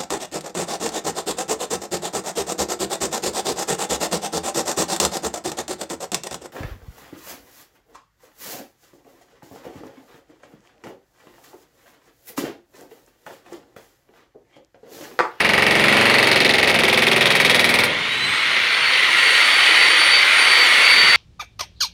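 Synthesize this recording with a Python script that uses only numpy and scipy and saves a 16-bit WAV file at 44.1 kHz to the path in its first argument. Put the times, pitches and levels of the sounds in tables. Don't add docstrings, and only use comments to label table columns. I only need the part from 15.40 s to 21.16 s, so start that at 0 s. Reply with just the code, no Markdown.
import sys
import numpy as np
from scipy import signal
from scipy.fft import rfft, irfft, next_fast_len
from scipy.io import wavfile
from scipy.ndimage import uniform_filter1d, map_coordinates

SR = 44100
rng = np.random.default_rng(int(sys.argv[2]) if len(sys.argv) > 2 else 0)


def wav_record(signal):
    frames = np.transpose(np.atleast_2d(signal))
    bounded = np.clip(frames, -1, 1)
    quanta = np.round(bounded * 32767).astype(np.int16)
    wavfile.write(sys.argv[1], SR, quanta)


N = 254016
LIFT_S = 2.45


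def amp(db):
    return 10 ** (np.asarray(db) / 20)


def unit(x):
    return x / np.sqrt(np.mean(x ** 2) + 1e-20)


def curves(rows):
    time_s, *columns = np.transpose(rows)
    return [np.interp(np.arange(N) / SR, time_s, column) for column in columns]


def wobble(knots_per_s):
    knots = rng.standard_normal(int(N * knots_per_s / SR) + 4)
    return map_coordinates(knots, [np.arange(N) * knots_per_s / SR])


def coloured(x, spectrum):
    f, db = np.transpose(spectrum)
    m = next_fast_len(x.shape[-1] + 4096)
    hz = np.fft.rfftfreq(m, 1 / SR)
    gain = amp(np.interp(np.log(hz + 1), np.log(f + 1), db, -120, -120))
    return unit(irfft(rfft(x, m) * gain, m)[..., :x.shape[-1]])


def decay(t, t60, attack):
    u = np.maximum(t, 0)
    return amp(-60 * u / t60) * (1 - np.exp(-u / attack))


def blow_times():
    # (first blow [s], number of blows)
    trains = [(.0037, 30), (1.2969, 25)]
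    # (time [s], time to the next blow [ms])
    stroke = [(0, 43.36), (.13, 43.9), (.5, 42.96), (.72, 43.12), (1.25, 45.78), (1.65, 46.82),
              (2.15, 48.85), (2.3, 48.41), (2.44, 48.02)]
    when_s, stroke_ms = np.transpose(stroke)
    times = []
    for s, count in trains:
        for _ in range(count):
            times.append(s)
            s += np.interp(s, when_s, stroke_ms) / 1000
    return np.array(times)


def clang(t, crack_db, clang_hz, alike, power):
    # (offset from the pitch [Hz], relative density [dB per Hz])
    clang_band = [(1, -5), (250, 1), (600, -12), (1200, -40)]
    fresh = rng.standard_normal((len(crack_db), len(t)))
    rattle = coloured(signal.lfilter([1], [1, -alike], fresh, axis=0), clang_band)
    carrier = np.sin(2 * np.pi * clang_hz[:, None] * t)
    level_db = crack_db + 1.4 * (crack_db + 15.5) - 3.5
    return amp(level_db)[:, None] * rattle * carrier * np.sqrt(power)


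def bursts(t, levels_db, clang_hz):
    # (delay [s], chisel [dB], housing [dB], slab [dB], sizzle [dB])
    arrivals = [(-.003, -19, -7.5, -7, -30), (.0003, 1.5, 0.5, 1, 2), (.006, -6.5, 1, 0, -1.5),
                (.0105, -7, -5, -13.5, -3.5), (.014, -4.5, -5, -14, -4), (0.018, -3.5, -9, -16, -5),
                (0.023, -12.5, -6.5, 1, -9), (.030, -7.5, -11.5, -9, -17)]
    # (burst t60 [s], hall tail [dB], hall t60 [s],
    # likeness of one blow to the next [0-1, capped at 0.98], gain [dB])
    parts = [(0.014, -13.5, 0.1, 0.95, 1.5), (0.022, -10.5, 0.52, 0.91, -4), (0.087, -1.5, 1, 0.98, -4.5),
             (0.019, -13, 0.18, 1, -1)]
    # (frequency [Hz], relative density [dB per Hz])
    chisel = [(1800, -7.5), (2800, 3), (3700, 1.5), (4600, 2.5), (5500, -7), (7000, -13), (8000, -38)]
    housing = [(750, -9), (1000, -12), (1650, -13), (1900, -6.5), (2300, -7), (2750, -9.5), (3500, -32)]
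    slab = [(25, -31), (60, -15), (140, -6), (220, -2.5), (270, -7), (400, -5.5), (530, -2.5), (640, -5),
            (900, -15), (1170, -37)]
    sizzle = [(3820, -32), (6500, -34), (7420, -1.5), (8400, 3), (10500, 4), (14200, -7), (15200, -7),
              (16000, -12)]
    spectra = [chisel, housing, slab, sizzle]
    delay_s, *arrive_db = np.transpose(arrivals)
    rows = np.zeros((len(clang_hz), len(t)))
    for part, spectrum, level_db, echo_db in zip(parts, spectra, levels_db, arrive_db):
        burst_s, tail_db, hall_s, alike, gain_db = part
        alike = np.clip(alike, 0, .98)
        fresh = rng.standard_normal(rows.shape)
        fresh[1:] *= np.sqrt(1 - alike ** 2)
        grain = coloured(signal.lfilter([1], [1, -alike], fresh, axis=0), spectrum)
        power = np.zeros(len(t))
        for d, db in zip(delay_s, echo_db):
            attack_s = burst_s / 40 + 0.014 * abs(d)
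            power += (amp(db) * decay(t - d, burst_s, attack_s)) ** 2
        if spectrum is chisel:
            rows += clang(t, level_db, clang_hz, alike, power)
        power += (amp(tail_db) * decay(t, hall_s, 0.0024)) ** 2
        evenness = np.sqrt(power.sum() / (grain ** 2 * power).sum(axis=1))
        rows += (amp(level_db + gain_db) * evenness)[:, None] * grain * np.sqrt(power)
    return rows


def rings(t, blow_s, housing_db, slab_db, steel_db):
    # (mean frequency [Hz], mean relative level [dB], t60 [s])
    steel = [(8500, 0, .05), (9540, -6, .06), (10970, -3, 0.13), (13200, -9, .08)]
    shell = [(1928, -3, 0.05), (2253, -5, 0.062)]
    plate = [(187, -9, 0.16), (380.4, -0.5, 0.12), (513, -2, 0.1)]
    plate_peak_s, plate_fall_db_per_s = [1.44, 1.44, 1], 10.5
    plate_db = [slab_db - plate_fall_db_per_s * abs(blow_s - peak) for peak in plate_peak_s]
    bodies = [(steel, [steel_db] * len(steel)), (shell, [housing_db] * len(shell)), (plate, plate_db)]
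    rows = np.zeros((len(blow_s), len(t)))
    for modes, levels_db in bodies:
        for (hz, db, t60_s), level_db in zip(modes, levels_db):
            strength, detune = rng.standard_normal((len(blow_s), 2)).T[:, :, None]
            ring = np.sin(2 * np.pi * hz * (1 + 0.003 * detune) * t) * decay(t, t60_s, 0.0032)
            rows += amp(level_db[:, None] + db + 2.0 * strength) * ring
    return rows


def hammer():
    # (time [s], level [dB])
    crack = [(0, -15), (.3, -16.5), (.45, -15), (.8, -13.5), (.95, -11.5), (1.1, -10.5), (1.28, -12.5),
             (1.43, -11.5), (1.8, -11.5), (2.44, -12)]
    # (time [s], housing [dB], slab [dB], sizzle [dB],
    # free steel ring [dB], chisel clang [Hz])
    contact = [(0, -6.5, -20, -27.5, -34, 4430), (.3, -8, -18.5, -25.5, -54, 4540),
               (0.601, -6.5, -18, -25.5, -50, 4380), (.9, -6, -19.5, -23, -55, 4024),
               (1.2, -7.5, -18.5, -25, -52, 3660), (1.502, -8, -20, -22, -51, 3410),
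               (1.8, -7.5, -20, -23, -44, 3550), (2.1, -8, -19.5, -20, -34, 3520),
               (2.441, -8.5, -23.5, -22, -23.5, 3870)]
    crack_scatter_db = 0.9
    lead, length = SR // 200, SR // 2
    t = (np.arange(length) - lead) / SR
    blow_s = blow_times()
    crack_db = np.interp(blow_s, *np.transpose(crack))
    crack_db += crack_scatter_db * rng.standard_normal(len(blow_s))
    when_s, *columns = np.transpose(contact)
    housing_db, slab_db, sizzle_db, steel_db, clang_hz = [np.interp(blow_s, when_s, c) for c in columns]
    rows = bursts(t, [crack_db, housing_db, slab_db, sizzle_db], clang_hz)
    rows += rings(t, blow_s, housing_db, slab_db, steel_db)
    out = np.zeros(N + lead + length)
    for start_s, row in zip(blow_s, rows):
        out[round(start_s * SR):][:length] += row
    return out[lead:N + lead]


def rush(spectrum, patchy_db, size):
    z = signal.stft(rng.standard_normal(N + size), nperseg=size)[2]
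    field = uniform_filter1d(rng.standard_normal(z.shape), size=3, axis=0)
    field = uniform_filter1d(field, size=8, axis=1)
    patchy = signal.istft(z * amp(patchy_db * unit(field)), nperseg=size)[1][:N]
    return coloured(patchy, spectrum)


def cooling_air(roar_db, hiss_db):
    # (frequency [Hz], relative density [dB per Hz])
    roar = [(150, -52), (290, -20.5), (480, -14), (670, -17), (940, -12.5), (1400, -6), (1720, -7.5),
            (1860, -1), (2180, 1.5), (2500, -4.5), (3250, -6), (4300, -11), (5020, -20.5), (6500, -27),
            (8450, -50)]
    hiss = [(2940, -36), (5000, -4), (7900, -3.5), (8670, -2.5), (8790, -0.5), (9460, 0), (9650, -1.5),
            (13600, -17), (16000, -17)]
    flutter_db = 0.85 * wobble(250) + 0.14 * wobble(15)
    air = amp(roar_db + 1.0 + flutter_db) * rush(roar, patchy_db=2.0, size=2048)
    air += amp(hiss_db - 1.0 + 0.88 * flutter_db) * rush(hiss, patchy_db=2.5, size=512)
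    return air


def armature_whine(hiss_db):
    # (time [s], first partial [dB], second partial [dB])
    partials = [(2.45, -36, -55), (2.62, -34.5, -61), (2.76, -30, -58), (2.84, -24.5, -48),
                (2.91, -32, -38), (3.15, -49, -64), (3.35, -36, -45), (3.5, -24, -42), (3.63, -44, -52),
                (3.85, -25, -34), (3.96, -28.5, -41), (4.14, -26, -39.5), (4.32, -29, -38),
                (4.45, -24.5, -37), (4.68, -22, -33), (4.79, -20.5, -40), (4.88, -38, -41),
                (4.99, -28.5, -29.5), (5.17, -20, -41), (5.38, -33.5, -40), (5.45, -22.5, -37),
                (5.57, -19, -40), (5.76, -21.5, -44)]
    loaded_hz, free_hz, spin_up_s = 3130, 4563, .41
    echo_ratio = 0.33
    first_db, second_db = curves(partials)
    third_db = hiss_db - 26 + 3 * wobble(8)
    since_s = np.maximum(np.arange(N) / SR - LIFT_S, 0)
    hz = free_hz - (free_hz - loaded_hz) * np.exp(-since_s / spin_up_s)
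    phase = 2 * np.pi * np.cumsum(hz + 5 * wobble(25)) / SR
    freed = np.clip(since_s / 0.042, 0, 1)
    whine = np.zeros(N)
    for k, db in enumerate([first_db, second_db, third_db], start=1):
        fading = 1 + echo_ratio * (wobble(35) + 1j * wobble(35))
        whine += amp(db + 2.5) * np.imag(fading * np.exp(1j * k * phase))
    return freed * whine


def motor():
    # (time [s], roar [dB], hiss [dB])
    air_levels = [(0, -25.5, -48), (.6, -19, -36.5), (1.15, -25, -44.5), (2.3, -21.5, -39.5),
                  (2.55, -23.5, -46.5), (2.8, -22, -41.5), (3.05, -19, -41.5), (3.4, -18, -40.5),
                  (3.7, -16, -35.5), (4, -15, -32.5), (4.3, -14, -34), (4.8, -14.5, -34), (5.3, -13.5, -31),
                  (5.76, -14, -33)]
    roar_db, hiss_db = curves(air_levels)
    return cooling_air(roar_db, hiss_db) + armature_whine(hiss_db)


def rumble_and_bumps():
    # (time [s], level [dB])
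    set_downs = [(5.573, -35), (5.629, -33), (5.679, -33)]
    final_db, excess_db, fade_s = -52.5, 13, 1.9
    t = np.arange(N) / SR
    rumble_db = final_db + excess_db * np.exp(-np.maximum(t - LIFT_S, 0) / fade_s)
    push = amp(rumble_db + 2.2 * wobble(9))
    for s, db in set_downs:
        push += amp(db - 0.5) * decay(t - s, 0.14, .004)
    spectrum = [(25, -29), (60, -7.0), (150, -4), (300, -6.5), (450, -10)]  # (Hz, dB per Hz)
    return push * coloured(rng.standard_normal(N), spectrum)


def scene():
    return (hammer() + motor() + rumble_and_bumps())[None]


def record(dry):
    top_hz, bass_hz = 15850, 55
    soft = dry / (1 + np.abs(dry / .97) ** 8) ** (1 / 8)
    m = next_fast_len(N + 4096)
    hz = np.fft.rfftfreq(m, 1 / SR)
    bass = (1j * hz / (bass_hz + 1j * hz)) ** 2
    return irfft(rfft(soft, m) * bass * (hz < top_hz), m)[:, :N]


dry = scene()
out = record(dry)
wav_record(out)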